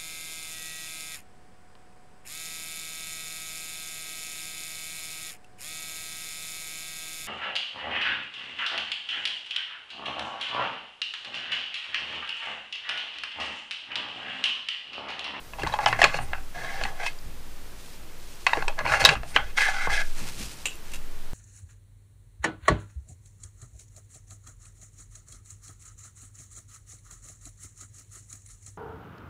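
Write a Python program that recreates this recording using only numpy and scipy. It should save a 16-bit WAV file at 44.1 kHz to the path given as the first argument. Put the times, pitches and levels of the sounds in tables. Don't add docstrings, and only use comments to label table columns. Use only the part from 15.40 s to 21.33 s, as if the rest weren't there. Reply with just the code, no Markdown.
import sys
import numpy as np
from scipy import signal
from scipy.fft import rfft, irfft, next_fast_len
from scipy.io import wavfile
from scipy.ndimage import uniform_filter1d

SR = 44100
rng = np.random.default_rng(int(sys.argv[2]) if len(sys.argv) > 2 else 0)


def voltage_ratio(decibels):
    exponent = np.asarray(decibels, float) / 20
    return 10 ** exponent


def int16_out(signal):
    q = np.round(np.clip(np.atleast_2d(signal).T, -1, 1) * 32767)
    wavfile.write(sys.argv[1], SR, q.astype(np.int16))


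N = 261674

# frequency in Hz, width in Hz, level in dB.
WOOD_MODES = [(646, 113, 1), (793, 23.5, -3.5), (1077.5, 40, -3.5), (1510, 106, -4), (1680, 48, 0),
              (2030, 77, 0.5), (2575, 38, -2), (2770, 62, -3), (3220, 170, -5.5), (3853, 93, -9.5),
              (4350, 69, -9.5), (5120, 180, -12.5), (6230, 160, -16.5), (7060, 440, -13.5)]
MODE_GROUPS = np.array([[1350, 2300], [400, 1350], [2300, 4600], [4600, 12000]])

# start in seconds, length in seconds, middle modes in dB,
# cavity share in dB, bright share in dB.
FIRST_PUSH = [(0.13, 0.11, -66, 17, -3), (0.195, 0.029, -40, 3.5, 3.5), (0.24, 0.012, -36, 2.5, -17),
              (0.272, 0.093, -40.5, -12, 2.5), (0.325, 0.01, -44.5, 13, 4), (0.36, 0.045, -47, 14, -12),
              (0.405, 0.044, -36.5, 4, -1.5), (0.475, 0.0087, -27, -21, 1), (0.505, 0.063, -41.5, 3, 3),
              (0.59, 0.016, -28, -5.5, -1.5), (0.622, 0.019, -32, 2, -2), (0.645, 0.0069, -26, 12.5, -11),
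              (0.67, 0.093, -33.5, -3, -5.5), (0.74, 0.031, -38, -1, 3), (0.8, 0.055, -60, -3, -11),
              (0.88, 0.078, -53, 8, 4)]
FIRST_PULL = [(1.151, 0.084, -42, 0.5, -8), (1.193, 0.11, -41.5, -0.5, -8), (1.25, 0.057, -38, -10, -11),
              (1.311, 0.1, -38.5, -3, -8.5), (1.42, 0.038, -45.5, 2, 0), (1.46, 0.03, -46.5, 3, -5),
              (1.5, 0.03, -54, 8, -4), (1.542, 0.06, -53.5, 5.5, -5), (1.599, 0.022, -38, -1.5, -11),
              (1.634, 0.014, -34.5, -1, -7), (1.664, 0.0064, -39.5, 0, 6.5), (1.69, 0.026, -61, 3, -5)]
SECOND_PUSH = [(3.08, 0.049, -34, -7, -7), (3.14, 0.034, -40.5, 9.5, 4), (3.17, 0.04, -34.5, -14, -12),
               (3.29, 0.013, -58, 24, -4), (3.382, 0.028, -35.5, 2, -14), (3.451, 0.0055, -33.5, 1, -5),
               (3.472, 0.013, -29.5, 2, -1.5), (3.494, 0.059, -22.5, -3.5, -3.5),
               (3.565, 0.072, -29.5, 0.5, -4), (3.601, 0.027, -25.5, -1.5, 1.5), (3.66, 0.043, -22, 4, 0),
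               (3.699, 0.036, -37, 14.5, 10), (3.735, 0.025, -37.5, 5, 3), (3.91, .03, -48, -6, -17),
               (3.948, 0.013, -29.5, -11, 1), (3.976, 0.032, -29.5, 0.5, -23), (4.01, 0.047, -47, 0, 0),
               (4.07, 0.039, -49, 0, 1)]
SECOND_PULL = [(4.176, 0.042, -26, -10, -5), (4.214, 0.041, -22, -22, -11.5),
               (4.266, 0.031, -25.5, -8, -10), (4.31, 0.062, -31.5, -8.5, -10),
               (4.385, 0.081, -29, -12, -12), (4.503, 0.023, -27, -7, -8.5),
               (4.535, 0.034, -26.5, -8.5, -6), (4.578, 0.037, -27.5, -10, -10.5)]
# time in seconds, resonance in Hz.
SLOT_AIR = [(1.15, 1700), (1.5, 1690), (1.6, 1590), (1.66, 1680), (4.18, 1660), (4.25, 1670), (4.3, 1636),
            (4.37, 1500), (4.46, 1580), (4.5, 1710), (4.62, 1630)]
# time in seconds, resonance in Hz.
DRAWER_HUM = [(1.15, 700), (1.3, 710), (1.36, 775), (1.62, 708), (4.2, 800), (4.3, 794), (4.45, 790),
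              (4.55, 754), (4.62, 650)]
# start in seconds, length in seconds, share in dB.
BOTTOM_PANEL = [(1.15, 0.15, -3), (1.38, 0.12, 1.5), (1.6, 0.065, -3), (4.18, 0.093, -2),
                (4.51, 0.081, -2.5)]

# time in seconds, peak in dB, cavity share in dB,
# bright share in dB, low ring of the spot in Hz.
ON_FLOOR = [(0.787, -15.5, 5, -30, 744), (0.932, -11.5, -1.5, -25, 835), (3.223, -14, 5, -11, 890),
            (3.753, -13, -4, -13, 1200), (4.471, -15.5, 13, -34, 830)]
ON_FRONT = [(0.233, -14.5, 6, -4, 467), (0.271, -17, 4, -3, 1060), (0.338, -11.5, 10, -6, 830),
            (0.388, -12.5, 14, -14, 814), (0.59, -15, 8, -20, 725), (0.6165, -0.5, 0, -4.5, 700),
            (1.412, -16, 6, -14, 740), (1.436, -17, -34, -2, 832), (3.171, -15.5, 16, -11, 454),
            (3.389, -15, -4, -7.5, 1040), (3.495, -23, -6, -26, 780), (3.519, -12, -11, -35, 1090),
            (3.537, -5.5, -7.5, -41, 834), (3.832, -21, 2, -14, 670), (4.215, -33, -28, -4, 1350)]
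ON_SIDE = [(0.265, -16.5, 4, -20, 900), (0.527, -9, -2.5, -18, 1080), (1.451, -15, -1.5, -27, 800),
           (3.132, -10, -1, -14, 910)]
ON_RAIL = [(1.663, -19, 4.5, -5, 970), (3.066, -4, -0.5, -6.5, 1120), (4.177, -9, -9, -31, 1180)]
ON_CORNER = [(0.134, -25, 3, -19, 950), (0.185, -27, 8, -21, 935), (0.628, -4.5, -19, -12, 705),
             (0.64, 4, -11, -6, 1180), (0.742, -12.5, 2, -30, 590), (0.981, -30.5, 7, -26, 756),
             (3.2802, -11.5, 0, -3, 890), (3.463, -14.5, -4, -40, 905), (3.689, 5.5, -8, -9, 1510)]
ON_LIP = [(0.461, -3.5, 6.5, -14, 770), (3.962, -2, -1.5, -16, 1500)]
ON_EDGE = [(3.64, -11, 4, -10, 678), (3.65, 7.5, -10, -3, 820), (3.656, 6, -5, -0.5, 1175)]

# time in
# seconds, peak in dB, ring in Hz, second ring in Hz, decay in ms.
TICKS = [(0.197, -25, 910, 2640, 3.7), (0.22, -23.5, 2700, 950, 3.5), (0.272, -25, 3880, 1830, 4.5),
         (0.297, -24, 900, 1690, 4.4), (0.325, -26, 3910, 1750, 8), (0.235, -19, 332, 1640, 1.9),
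         (0.2645, -28, 900, 1100, 3.5), (0.339, -24, 3220, 1060, 3.3), (0.342, -17, 855, 1010, 8.1),
         (0.392, -18, 845, 1650, 9), (0.441, -24, 813, 1900, 2.7), (0.46, -8, 3080, 5150, 1.2),
         (0.47, -14, 866, 2950, 8.3), (0.488, -20, 814, 2800, 4.6), (0.528, -15, 1930, 1910, 4.3),
         (0.556, -27, 726, 1700, 4.1), (0.598, -19, 1650, 704, 3.3), (0.635, -19, 2580, 1700, 1.6),
         (0.646, -5.5, 1360, 2230, 2), (0.654, -10, 1770, 1110, 2.7), (0.63, -12, 2600, 1800, 2),
         (0.6165, -5.5, 1880, 2900, 1.5), (0.6402, -10, 2540, 3980, 1.2),
         (1.437, -17, 2600, 4350, 3.3), (1.664, -18.5, 2570, 2080, 8.8),
         (1.672, -19.5, 2550, 2130, 7.5), (1.68, -23, 2560, 2150, 7), (1.788, -34.5, 4900, 6960, 2.3),
         (3.066, -5, 2543, 2210, 4.2), (3.072, -21, 2650, 895, 2.4), (3.094, -16, 2560, 1680, 2.4),
              (3.135, -13.5, 2700, 3800, 3), (3.1328, -9.5, 960, 1800, 2.7), (3.223, -30, 4270, 2580, 3.3),
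              (3.2231, -20, 970, 1500, 2.1), (3.282, -23, 5540, 7900, 2), (3.2811, -18.5, 2550, 980, 3.8),
              (3.453, -17, 960, 1710, 3.3), (3.463, -12, 2260, 1040, 2.7), (3.48, -29, 1000, 2500, 2),
              (3.49, -19, 1120, 2370, 2.7), (3.502, -27, 2600, 806, 2), (3.523, -21, 1680, 2550, 3.5),
              (3.544, -12, 2580, 1710, 2), (3.567, -17, 1700, 790, 6.7), (3.612, -28, 800, 1710, 3),
              (3.618, -14, 1740, 895, 2.8), (3.6414, -14, 2600, 6000, 1.6), (3.65, 4.5, 5330, 4740, 0.87),
              (3.692, -3, 4540, 1690, 1.2), (3.691, -5.5, 1630, 2300, 3.6),
         (3.962, -3, 2970, 2040, 1.7), (3.963, -11.5, 6300, 4530, 0.25), (3.967, -7, 1500, 835, 1.4),
              (3.971, -8, 2350, 1390, 2.5), (3.975, -17, 2900, 1400, 2), (4.185, -7, 2080, 1590, 2.3),
              (4.207, -10, 2500, 1690, 2.5), (4.219, -18, 1680, 2050, 4), (4.245, -22, 1710, 2130, 3.5),
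              (4.286, -16.5, 776, 1730, 3.9), (4.368, -33, 1550, 2150, 2.7), (4.386, -27, 1500, 2170, 3),
              (4.472, -18, 1126, 482, 5), (4.476, -19, 860, 1470, 6.5), (4.498, -18, 1640, 1240, 2.4),
              (5.2565, -25, 3300, 2440, 4.1), (5.268, -30, 3780, 3100, 3), (5.273, -20, 3000, 8200, 3),
              (5.292, -29, 2960, 7570, 4.6), (5.284, -24, 2800, 7300, 3.6), (5.308, -37, 2920, 7200, 3),
              (5.318, -33, 2680, 2830, 4.4), (5.33, -37, 2780, 3700, 3), (5.34, -42, 2750, 7200, 20),
              (5.355, -37, 9900, 11500, 2)]

# time in seconds, peak in dB, scratch share in dB.
CLINKS = [
    (5.012, -28.5, 0),
    (5.2561, -12, 3),
    (5.267, -17, 9),
    (5.518, -31.5, 26),
    (5.536, -23, 19),
    (5.545, -27, 26),
    (5.557, -26.5, 22),
]
# frequency in Hz, level in dB, 60 dB decay time in seconds.
METAL_MODES = [(1500, -26, 0.0025), (2070, -8, 0.026), (2780, 8, 0.012), (2670, 7.5, 0.027),
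               (2640, -10, 0.14), (3320, -4, 0.044), (3840, -4, 0.048), (4610, -30, .01),
               (6200, -4, 0.0091), (7150, 6, 0.01), (8200, 1.5, 0.02), (10200, -9, 0.0054),
               (13100, 0, .006)]

# time in seconds, peak in dB, ring in Hz.
THUDS = [(0.233, -28, 297), (0.24, -28.5, 150), (0.261, -31, 70), (0.526, -32, 470), (0.636, -20, 392),
         (0.747, -32, 152), (1.444, -36.5, 203), (1.884, -44, 158), (3.17, -30, 480), (3.177, -19.5, 468),
         (3.277, -31, 405), (3.646, -17.5, 520), (3.689, -21.5, 155), (3.722, -21.5, 440),
         (3.958, -22, 458), (3.965, -34, 284), (4.472, -37, 156), (4.818, -41, 225), (5.006, -33, 220)]
# start in seconds, length in seconds, legs in dB, top in dB.
SHOVES = [(0.0, 0.025, -49, -74), (0.245, 0.02, -41, -35), (0.45, 0.12, -54, -39), (0.64, 0.018, -33, -33),
          (0.78, 0.012, -60, -35), (0.87, 0.053, -35.5, -66), (1.17, 0.1, -61, -49),
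          (1.42, 0.024, -40, -44), (1.87, 0.016, -39.5, -54), (3.18, 0.019, -48, -44.5),
          (3.45, 0.075, -36.5, -37.5), (3.64, 0.075, -40, -31), (3.77, 0.03, -30, -41),
          (3.96, 0.032, -33, -48), (4.47, 0.047, -37.5, -54), (4.8, 0.043, -39, -41.5),
          (4.99, 0.047, -48, -44), (5.55, 0.047, -50, -81)]
# time in seconds, level in dB.
SWAY = [(0, -44), (0.45, -38), (0.69, -28.5), (1.06, -27), (1.19, -36), (1.4, -27), (1.91, -31),
        (2.2, -30.5), (2.4, -39.5), (2.8, -32), (3.1, -40), (3.27, -18.5), (3.5, -37), (4.0, -29),
        (4.43, -24), (4.71, -18), (5.15, -43), (5.61, -24.5)]

# start in seconds, length in seconds, fine threads in dB, wood drag in dB.
RUBS = [(0.78, 0.019, -66, -27), (0.825, 0.013, -48.5, -34), (2.4, 0.15, -54.5, -70),
        (2.8, 0.46, -55.5, -69), (3.885, 0.029, -50, -57), (3.925, 0.039, -53, -36),
        (4.65, 0.085, -51, -51), (4.78, 0.11, -43.5, -32.5), (4.9, 0.072, -49, -51), (5.0, 0.035, -41, -36),
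        (5.06, 0.08, -45.5, -43), (5.17, 0.058, -50.5, -45), (5.27, 0.019, -49, -56),
        (5.33, 0.02, -54, -62), (5.455, 0.093, -56, -42.5), (5.515, 0.037, -54, -58)]
# frequency in Hz, level in dB per Hz.
THREAD_COLOUR = [(1470, -41), (2500, -5.5), (2930, -7), (3230, -7), (3880, -5), (8930, -9.5), (15300, -23)]
# start in seconds, length in seconds, level in dB.
WHISPERS = [
    (0.82, 0.023, -49),
    (3.715, 0.023, -51),
    (3.89, 0.037, -49.5),
]
# frequency in Hz, level in dB per Hz.
HISS_COLOUR = [(35, 1.5), (60, 0.5), (98, -3.5), (174, -5.5), (441, -7.5), (685, -11), (1610, -12.5),
               (15300, -24)]

RUB_RISE_DB_S, RUB_FALL_DB_S, LIFT_DB_S = 302, 261, 1100.
PUSH_TOP_DB, PULL_TOP_DB = -4.5, 4.5


def scrape():
    t = np.arange(N) / SR
    first_pull = (t > FIRST_PULL[0][0] - .05) & (t < SECOND_PUSH[0][0] - .05)
    pulling = first_pull | (t > SECOND_PULL[0][0] - .05)
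    grip = voltage_ratio(np.where(pulling, 1.2, 2.4) * walk(60))
    force = slips(6000, 1.2) * grip
    middle, cavity, wall, top = grain_modes(force)

    slot = unit(glide(force, np.interp(t, *np.transpose(SLOT_AIR)), 200.))
    rail = unit(ring(ring(force, 1990, 220), 2120, 120))
    rough_rail = unit(ring(force, 1850, 700))
    middle = unit(middle) + pulling * (voltage_ratio(-1.) * slot + voltage_ratio(-8.) * rail) + voltage_ratio(-4) * rough_rail

    hum = unit(glide(force, np.interp(t, *np.transpose(DRAWER_HUM)), 130.))
    panel = unit(ring(ring(force, 511, 180), 511, 210))
    panel_gain = curve(BOTTOM_PANEL, np.transpose(BOTTOM_PANEL)[2], RUB_RISE_DB_S, RUB_FALL_DB_S)
    cavity = unit(np.where(pulling, band(cavity, 596, 1700), cavity))
    cavity = cavity + pulling * voltage_ratio(1.) * hum + panel_gain * panel

    wall = unit(wall) + pulling * voltage_ratio(4.) * unit(ring(force, 3250, 1300))

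    fine_fibres = unit(ring(slips(11000, 0.45) * grip, 5360, 1760))
    thin_wall = unit(ring(ring(force, 8070, 500), 9000, 330))
    top = top + voltage_ratio(-1.0) * fine_fibres + voltage_ratio(-11.0) * thin_wall
    top = top * voltage_ratio(np.where(pulling, PULL_TOP_DB - PUSH_TOP_DB, 0))

    strokes = FIRST_PUSH + FIRST_PULL + SECOND_PUSH + SECOND_PULL
    db, cavity_db, bright_db = np.transpose(strokes)[2:]
    levels = db, db + cavity_db, db + bright_db, db + bright_db + PUSH_TOP_DB
    out = np.zeros(N)
    for part, level, (lo_hz, hi_hz) in zip((middle, cavity, wall, top), levels, MODE_GROUPS):
        gain = curve(strokes, level, 1300., LIFT_DB_S, after_db=-11, after_fall=237)
        out += gain * unit(band(part, .9 * lo_hz, 1.1 * hi_hz))
    return out


def grain_modes(force):
    parts = np.zeros((4, N))
    for hz, width, db in WOOD_MODES:
        mode = unit(ring(ring(force, hz, 7.1 * width), hz, 1.6 * width))
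        patch_db = 3.3 * walk(22)
        for part, (lo_hz, hi_hz) in zip(parts, MODE_GROUPS):
            if lo_hz <= hz < hi_hz:
                part += voltage_ratio(db + patch_db) * mode
    return parts


def knocks():
    out, t = np.zeros(N), np.arange(4096) / SR
    u = t[:1024]
    hz, width, db = np.transpose(WOOD_MODES)
    damping = np.exp(-np.pi * 1.8 * np.r_[width, 70, 120, 2500][:, None] * u)
    spots = ((ON_FLOOR, 1500), (ON_FRONT, 1680), (ON_SIDE, 1820), (ON_RAIL, 2100),
             (ON_CORNER, 2600), (ON_LIP, 3170), (ON_EDGE, 3840))
    blows = [(*row, high_hz) for rows, high_hz in spots for row in rows]
    for s, peak_db, cavity_db, bright_db, low_hz, high_hz in blows:
        level_chance, pitch_chance = rng.standard_normal((2, len(hz)))
        share_db = np.where(hz < 1350, cavity_db - 0.5, np.where(hz > 3000, bright_db + 10, 0))
        wood_db = db + share_db + 1.5 * level_chance
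        gain = voltage_ratio(np.r_[wood_db, cavity_db + 9, 8, bright_db + 2])
        tone_hz = np.r_[hz * (1 + .015 * pitch_chance), low_hz, high_hz, 7500][:, None]
        modes = damping * np.sin(2 * np.pi * tone_hz * u)
        contact_ms = max(6.5 + 0.16 * peak_db, 1)
        body = gain @ rattle(t, modes, contact_ms, rng.standard_normal((len(gain), len(t))))
        edge_hz = 0.87 * min(low_hz, 800)
        top_hz = np.clip(16000 * voltage_ratio(.4 * bright_db), 2800, 12000)
        body = band(band(body, edge_hz, top_hz), edge_hz, top_hz)
        fade = np.minimum((t[-1] - t) / 0.012, 1)
        add(out, s + .001, peak_db, body * fade)
    return out


def rattle(t, modes, ms, noise):
    decay = np.exp(-t / (ms / 2000)) + voltage_ratio(-17.0) * np.exp(-t / 0.035)
    contact = (1 - np.exp(-t / 0.000048)) * decay
    strike = 2.83 * np.sin(np.pi * np.minimum(t / 0.000093, 1))
    rung = signal.fftconvolve(modes, contact * noise + strike, axes=1)[:, :len(t)]
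    return rung / np.abs(rung).max(axis=1, keepdims=True)


def ticks():
    out, t = np.zeros(N), np.arange(2048) / SR
    for s, peak_db, hz, second_hz, ms in TICKS:
        low_hz, high_hz = min(hz, second_hz), max(hz, second_hz)
        tones = np.sin(2 * np.pi * hz * t) + 0.64 * np.sin(2 * np.pi * second_hz * t)
        rings = np.exp(-t * 1000 / ms) * tones
        push = np.sin(np.pi * np.minimum(t * 2.5 * high_hz, 1))
        roughness = .1 * rng.standard_normal(len(t)) * np.exp(-t / .0012)
        body = signal.fftconvolve(rings, push + roughness)[:len(t)]
        add(out, s, peak_db, band(body, 0.6 * low_hz, 1.74 * high_hz))
    return out


def clinks():
    out, t = np.zeros(N), np.arange(4096) / SR
    hz, db, t60 = (column[:, None] for column in np.transpose(METAL_MODES))
    modes = np.exp(-np.log(1000) * t / t60) * np.sin(2 * np.pi * hz * t)
    for s, peak_db, scratch_db in CLINKS:
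        metal = voltage_ratio(db[:, 0]) @ rattle(t, modes, 7., rng.standard_normal((len(hz), len(t))))
        scratch = voltage_ratio(scratch_db - 10.0) * np.exp(-t / 0.0075) * rng.standard_normal(len(t))
        add(out, s, peak_db, band(metal + scratch, 330, 10400))
    return out


def thuds():
    out, t = np.zeros(N), np.arange(int(.2 * SR)) / SR
    for s, peak_db, hz in THUDS:
        decay = np.exp(-t * hz / 3.06)
        add(out, s, peak_db, (1 - np.exp(-t / 0.00085)) * decay * np.sin(2 * np.pi * hz * t))
    return out


def table():
    t = np.arange(N) / SR
    sway = np.sqrt(2) * np.sin(2 * np.pi * 11.4 * t) * voltage_ratio(np.interp(t, *np.transpose(SWAY)))
    shake = rng.standard_normal(N)
    legs = ring(ring(shake, 47.6, 6.0), 36, 42)
    legs += 0.22 * ring(ring(shake, 62, 40), 83, 26)
    legs += 0.3 * ring(ring(shake, 27, 11), 29, 12)
    top = ring(ring(shake, 110.6, 16.0), 105.0, 56)
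    top += 0.5 * ring(ring(shake, 146.0, 28.0), 117.5, 34)
    top += 0.31 * ring(ring(shake, 125, 187), 130, 430)
    legs_gain, top_gain = (curve(SHOVES, db, 365, 159) for db in np.transpose(SHOVES)[2:])
    return sway + (legs_gain + voltage_ratio(-49)) * unit(legs) + (top_gain + voltage_ratio(-58)) * unit(top)


def cloth():
    brush = voltage_ratio(2.0 * walk(30)) * slips(5500, 0.26)
    threads, drag = (curve(RUBS, db, RUB_RISE_DB_S, RUB_FALL_DB_S) for db in np.transpose(RUBS)[2:])
    return threads * voltage_ratio(2.5) * colour(brush, THREAD_COLOUR) + drag * voltage_ratio(-12.5) * unit(band(brush, 770, 2540))


def whispers():
    slip = ring(ring(rng.standard_normal(N), 9000, 1500), 9000, 1500)
    return curve(WHISPERS, np.transpose(WHISPERS)[2], RUB_RISE_DB_S, LIFT_DB_S) * unit(slip)


def room(x):
    echoes = np.zeros(int(0.046 * SR))
    lags = rng.integers(200, len(echoes), size=14)
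    echoes[lags] = rng.choice([-1, 1], size=14) * np.exp(-lags / (0.066 * SR))
    return ring(signal.fftconvolve(x, echoes)[:N], 1000, 1700)


def microphone_hiss():
    return voltage_ratio(-46.5 + .5 * walk(2.42)) * colour(rng.standard_normal(N), HISS_COLOUR)


def unit(x):
    return x / np.sqrt(np.mean(x ** 2))


def curve(rows, db, rise, fall, after_db=-60., after_fall=500.):
    t, power = np.arange(0, N, 64) / SR, 0
    for (s, length), top_db in zip(np.array(rows)[:, :2], db):
        late = np.maximum(t - s - length, 0)
        shape = voltage_ratio(-fall * late) + voltage_ratio(after_db - after_fall * late) * (late > 0)
        power = power + (voltage_ratio(top_db - rise * np.maximum(s - t, 0)) * shape) ** 2
    return np.interp(np.arange(N) / SR, t, np.sqrt(power))


def ring(x, hz, width):
    return signal.lfilter(*signal.iirpeak(hz, hz / width, fs=SR), x)


def glide(x, hz, width_hz):
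    turn = np.exp(2j * np.pi * np.cumsum(hz) / SR)
    lowpass = signal.butter(2, width_hz / 2, fs=SR, output="sos")
    return np.real(turn * signal.sosfilt(lowpass, x / turn))


def band(x, lo_hz, hi_hz):
    return signal.sosfilt(signal.butter(2, [lo_hz, hi_hz], "bandpass", fs=SR, output="sos"), x)


def colour(x, points):
    hz, db = np.transpose(points)
    size = next_fast_len(len(x))
    f = np.maximum(np.arange(size // 2 + 1) * SR / size, 1)
    gain = voltage_ratio(np.interp(np.log(f), np.log(hz), db))
    return unit(irfft(rfft(x, size) * gain, size)[:len(x)])


def walk(rate):
    k = int(SR / rate)
    return uniform_filter1d(np.repeat(rng.standard_normal(N // k + 1), k), k)[:N]


def slips(rate, spread_db):
    clicks = (rng.random(N) < rate / SR) * rng.standard_normal(N)
    return unit(clicks * voltage_ratio(spread_db * rng.exponential(size=N)))


def add(out, s, peak_db, body):
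    start = int(s * SR)
    out[start:start + len(body)] += voltage_ratio(peak_db) * body / np.abs(body).max()


def scene():
    blows = knocks() + clinks()
    wood = scrape() + blows + ticks() + voltage_ratio(-22.0) * room(blows)
    return (wood + thuds() + table() + cloth() + whispers() + microphone_hiss())[None]


def top_cut(x):
    return signal.sosfilt(signal.butter(12, 16450, fs=SR, output="sos"), x)


def record(dry):
    over = np.maximum(np.abs(dry) - .6, 0)
    held = signal.lfilter([1], [1, -np.exp(-1 / (.15 * SR))], over)
    ducked = dry / (1 + 0.0081 * held)
    soft = ducked / (1 + np.abs(ducked) ** 12) ** (1 / 12)
    cut = signal.sosfilt(signal.ellip(10, .2, 70, 15350, fs=SR, output="sos"), soft)
    return top_cut(voltage_ratio(-1.5) * cut)


dry = scene()
out = record(dry)
int16_out(out)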